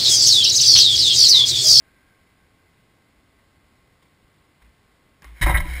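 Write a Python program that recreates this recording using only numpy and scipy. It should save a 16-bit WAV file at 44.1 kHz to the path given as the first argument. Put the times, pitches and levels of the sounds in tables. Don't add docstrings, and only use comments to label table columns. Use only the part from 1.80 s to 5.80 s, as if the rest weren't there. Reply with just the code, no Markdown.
import sys
import numpy as np
from scipy import signal
from scipy.fft import rfft, irfft, next_fast_len
from scipy.io import wavfile
from scipy.ndimage import uniform_filter1d

SR = 44100
rng = np.random.default_rng(int(sys.argv[2]) if len(sys.argv) > 2 else 0)


def generate_wav(signal):
    frames = np.transpose(np.atleast_2d(signal))
    scaled = np.clip(frames, -1, 1) * 32767
    pcm = np.round(scaled).astype(np.int16)
    wavfile.write(sys.argv[1], SR, pcm)


N = 176400


def undb(db):
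    return 10 ** (np.asarray(db) / 20)


def unit(x):
    return x / np.sqrt(np.mean(x ** 2) + 1e-30)


def at_level(x, env):
    return unit(x) * np.sqrt(np.mean(env ** 2))


def noise():
    return rng.standard_normal(N)


def drift(rate_hz):
    span = int(SR / rate_hz)
    stairs = np.repeat(noise()[:N // span + 1], span)
    return unit(uniform_filter1d(stairs, span)[:N])


def envelope(start, attack, hold, t60):
    age = np.arange(N) / SR - start
    return np.clip(age / attack, 0, 1) * np.exp(-np.log(1000) * np.maximum(age - attack - hold, 0) / t60)


def equalise(x, points):
    size = next_fast_len(2 * N)
    hz, db = np.array(points, float).T
    freqs = np.maximum(np.fft.rfftfreq(size, 1 / SR), 1)
    gain = undb(np.interp(np.log(freqs), np.log(hz), db))
    cepstrum = irfft(np.log(gain), size)
    cepstrum[1:size // 2] *= 2
    cepstrum[size // 2 + 1:] = 0
    return irfft(rfft(x, size) * np.exp(rfft(cepstrum)), size)[:len(x)]


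def resonate(x, hz, width):
    peak = signal.iirpeak(hz, hz / width, fs=SR)
    return signal.lfilter(*peak, signal.lfilter(*peak, x))


# frequency in Hz, relative level in dB.
AIR_EQ = [(13, -41), (22, -5.5), (54, 0.5), (92, 1), (157, -3.5), (184, -2.5), (238, -7), (279, -4.5),
          (321, -7.5), (352, -7.5), (475, -10.5), (613, -12), (1020, -14.5), (1090, -13.5), (1250, -14.5),
          (1620, -15.5), (1770, -16), (2080, -12.5), (2510, -17.5), (4570, -21.5), (5500, -23.5),
          (7150, -34), (12100, -120)]
# pitch in Hz, level in dB.
WHINE_TONES = [(1081, -75.5), (1561, -79), (2040, -75.5)]
# centre in Hz, filter width in Hz, level in dB.
RING_BANDS = [(1575, 120, -69), (2090, 440, -72.5)]
AIR_DB, WHINE_WANDER_HZ = -60.5, 2.69


def ventilation():
    air = undb(AIR_DB) * unit(equalise(noise(), AIR_EQ))
    whine = np.zeros(N)
    for hz, db in WHINE_TONES:
        pitch = hz + WHINE_WANDER_HZ * drift(rate_hz=30)
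        whine += undb(db) * np.sqrt(2) * np.sin(2 * np.pi * np.cumsum(pitch) / SR)
    ring = sum(undb(db) * unit(resonate(noise(), hz, width)) for hz, width, db in RING_BANDS)
    return air + whine + ring * envelope(0, attack=0.0083, hold=0.28, t60=3.8)


# frequency in Hz, relative level in dB.
HALL_EQ = [(100, 1), (420, 0.5), (1000, -3), (1600, -7.5), (2100, -3.5), (2700, 3), (5500, 1)]
HALL_DB = -12.5


def hall(x):
    tail = equalise(noise() * envelope(start=0.0077, attack=0.0098, hold=0, t60=1), HALL_EQ)
    return undb(HALL_DB) * signal.fftconvolve(x, unit(tail) / np.sqrt(N))[:N]


# start in seconds, level in dB, attack, hold and t60 in seconds, treble in dB.
FOOTFALLS = [(1.584, -63, 0.0033, .006, 0.15, -9), (2.222, -57.5, 0.0026, 0.0053, 0.079, 4),
             (2.251, -65, .002, .004, .16, 2.5), (2.814, -57, 0.0076, 0.0046, 0.045, -3),
             (2.843, -61, 0.0018, .004, 0.28, -4), (3.421, -49, 0.001, 0.0092, 0.068, -4),
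             (3.44, -46.5, 0.0023, 0.0096, 0.036, -9), (3.452, -53.5, 0.0029, 0.013, 0.95, -3.5)]
# frequency in Hz, relative level in dB.
SHOE_EQ = [(100, 3), (300, 3.5), (620, -9.5), (1050, 5), (1300, -1), (2100, 5), (2600, -3), (3600, -1.5),
           (4500, -10.5), (5500, -10.5)]


def steps():
    out = np.zeros(N)
    for start, db, attack, hold, t60, treble_db in FOOTFALLS:
        env = undb(db) * envelope(start, attack, hold, t60)
        tone = [(hz, shoe_db + treble_db * (hz > 3000)) for hz, shoe_db in SHOE_EQ]
        out += at_level(equalise(noise() * env, tone), env)
    return out


CONTACTS_PER_S, CONTACT_SPREAD_DB, SCRAPE_DB = 2400, 1.64, -2.5


def chatter():
    contacts = rng.random(N) < CONTACTS_PER_S / SR
    hits = contacts * np.sign(noise()) * undb(CONTACT_SPREAD_DB * noise())
    return unit(hits) + undb(SCRAPE_DB) * noise()


# start in seconds, level in dB, attack, hold and t60 in seconds.
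BUZZ_SWELLS = [(3.534, -50, 0.05, 0.026, 0.04), (3.83, -36.5, 0.073, 0.09, 0.92)]
# frequency in Hz, relative level in dB.
BUZZ_EQ = [(150, -53), (250, -19), (329, -7), (422, -28), (540, -7.5), (630, -33), (715, -9), (855, -24),
           (987, -16), (1220, -21), (1500, -8.5), (1700, -7), (1950, -4.5), (2190, 4), (2280, -2),
           (2600, -22.5), (3120, -11.5), (3560, -24), (3900, -14), (4300, -24.5), (5410, -18.5),
           (5700, -22), (7410, -69), (12500, -120)]
SWING_HZ, SWING_DEPTH = 60.3, 0.083


def case_buzz():
    env = sum(undb(db) * envelope(start, *shape) for start, db, *shape in BUZZ_SWELLS)
    swing = 1 + SWING_DEPTH * np.sin(2 * np.pi * SWING_HZ * np.arange(N) / SR)
    return at_level(equalise(chatter() * env * swing, BUZZ_EQ), env)


# centre in Hz, half the filter width in Hz, gain in dB.
CASE_MODES = [(324, 50, -12), (612, 49, -5.5), (786, 54, -13.5), (1059, 170, -9), (1315, 37, -6),
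              (1652, 127, -3), (1827, 133, -6), (1950, 122, 1.5), (2094, 68, -1), (2730, 130, -21),
              (3024, 204, -18), (3757, 178, -12), (5120, 220, -23)]


def case_ring(force):
    return sum(undb(db) * resonate(force, hz, 2 * half_width) for hz, half_width, db in CASE_MODES)


# start in seconds, snap peak in dB, ring peak in dB.
MOUNT_CLICKS = [(2.825, -54, -54), (3.4216, -37.5, -47.5), (3.4445, -33.5, -39.5), (3.47, -53, -51),
                (3.8055, -25, -40)]
# frequency in Hz, relative level in dB.
SNAP_EQ = [(300, -6), (1000, -1), (3500, -8), (4800, -3.5), (5700, 1), (6500, -22)]
RATTLE_DB = -19.5


def mount_clicks():
    out = np.zeros(N)
    for start, snap_db, ring_db in MOUNT_CLICKS:
        force = undb(RATTLE_DB) * noise() * envelope(start, attack=1 / SR, hold=0, t60=0.0067)
        force[int(start * SR)] += 1
        for db, sound in (snap_db, equalise(force, SNAP_EQ)), (ring_db, case_ring(force)):
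            out += undb(db) * sound / np.abs(sound).max()
    return out


# start in seconds, pitch in Hz, level in dB, attack and t60 in seconds.
TUBE_NOTES = [(3.445, 1115, -44, 0.0011, .035), (3.61, 133, -22, 0.0049, 0.025),
              (3.627, 324, -31, 0.0082, 0.067), (3.662, 582.3, -30.5, 0.0043, 0.53),
              (3.662, 760, -32.5, 0.0044, 0.28), (3.662, 1331, -29, 0.0035, 0.22),
              (3.667, 319, -24.5, 0.0039, 0.17), (3.687, 113.5, -15, 0.0106, 0.032),
              (3.696, 1055, -21, 0.0082, 0.012), (3.742, 1964, -24, 0.0015, 0.16),
              (3.744, 2152, -23.5, 0.0032, 0.24), (3.805, 164.3, -37, 0.0066, 1.07),
              (3.838, 990, -39.5, 0.0072, 0.26), (3.851, 309, -35.5, 0.0093, 0.066)]


def tube_knocks():
    t = np.arange(N) / SR
    return sum(undb(db) * envelope(start, attack, 0, t60) * np.sin(2 * np.pi * hz * (t - start))
               for start, hz, db, attack, t60 in TUBE_NOTES)


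# start in seconds, pitch in Hz, level in dB, attack, hold and t60 in seconds.
FRAME_SWINGS = [(2.433, 50, -55, 0.0094, 0.011, 0.034), (2.821, 56.3, -51.5, 0.0063, 0.076, 0.039),
                (3.439, 55.5, -39, 0.029, 0.067, 0.33), (3.629, 43.4, -9.5, 0.019, 0.016, 0.038),
                (3.671, 53.3, -13.5, 0.0065, 0.023, 0.25), (3.742, 54.3, -14, 0.0037, 0.015, 0.27),
                (3.795, 24.1, -19.5, 0.0053, 0.018, 0.35), (3.869, 61.1, -24, 0.028, 0.036, 1.0)]
OVERTONE_HZ, OVERTONE_DB = 165.2, -27


def frame_sway():
    t, out = np.arange(N) / SR, np.zeros(N)
    for start, hz, db, attack, hold, t60 in FRAME_SWINGS:
        turn = 2 * np.pi * (t - start)
        hum = np.sin(hz * turn) + undb(OVERTONE_DB) * np.sin(OVERTONE_HZ * turn)
        out += undb(db) * envelope(start, attack, hold, t60) * hum
    return out


# start in seconds, level in dB, attack, hold and t60 in seconds,
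# then body, edge and hiss EQ in dB.
FRAME_BLOWS = [(3.611, -34, 0.0017, 0.0024, 0.028, 0, 13, 18),
               (3.6117, -19, 0.0087, 0.017, 0.085, -5.5, 3, -2.5),
               (3.6585, -20.5, 0.0013, 0.0099, 0.31, 4.5, -4.5, -8),
               (3.692, -21, 0.0014, 0.016, 0.11, 11.5, 1, -14.5),
               (3.742, -19, 0.00071, 0.0052, 0.064, -5.5, -13.5, -30),
               (3.749, -22, 0.0028, 0.0057, 0.17, 0, -19, -32),
               (3.769, -26.5, 0.0032, 0.011, 0.033, 0.5, 10, -6),
               (3.797, -29, 0.0036, 0.0026, 0.085, 3, -6, -7)]
# frequency in Hz, relative level in dB.
CRACK_EQ = [(90, -5), (170, -9), (450, -36), (610, -5.5), (750, 0.5), (2200, 2.5), (2550, -4), (2850, -5.5),
            (3950, -7.5), (4300, -8.5), (5300, -7.5)]
# frequency in Hz, relative level in dB.
THUD_EQ = [(8, -25), (20, 1), (35, -0.5), (75, -1), (130, -5.5), (200, -19.5), (400, -53)]
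CRACK_DB, THUD_DB, THUD_T60_S = -10.5, -7, 0.18


def crash():
    clatter, push = np.zeros(N), np.zeros(N)
    for start, db, attack, hold, t60, body_db, edge_db, hiss_db in FRAME_BLOWS:
        env = undb(db) * envelope(start, attack, hold, t60)
        tone = [(1170, body_db), (1730, 0), (2470, 0), (2930, edge_db), (4000, edge_db), (4370, hiss_db)]
        force = equalise(chatter() * env, tone)
        crack = undb(CRACK_DB) * equalise(force, CRACK_EQ)
        clatter += at_level(case_ring(force) + crack, env)
        push += undb(db + body_db / 2) * envelope(start, attack, hold, THUD_T60_S)
    thud = at_level(equalise(noise() * push, THUD_EQ), push)
    return clatter + undb(THUD_DB) * thud


def scene():
    struck = crash() + steps() + mount_clicks()
    return (struck + hall(struck) + tube_knocks() + frame_sway() + case_buzz() + ventilation())[None]


BAND_HZ, HOLD_RATE_HZ, TOP_CUT_HZ = 5780, 12000, 15250


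def record(dry):
    soft = signal.fftconvolve(dry, signal.firwin(121, BAND_HZ, fs=SR)[None], mode="same")
    slow = signal.resample_poly(soft, 4 * HOLD_RATE_HZ, SR, axis=1)[:, ::4]
    held = signal.resample_poly(np.repeat(slow, 4, axis=1), SR, 4 * HOLD_RATE_HZ, axis=1)
    top_cut = signal.ellip(10, .2, 80, TOP_CUT_HZ, fs=SR, output="sos")
    return signal.sosfilt(top_cut, held[:, :N])


dry = scene()
out = record(dry)
generate_wav(out)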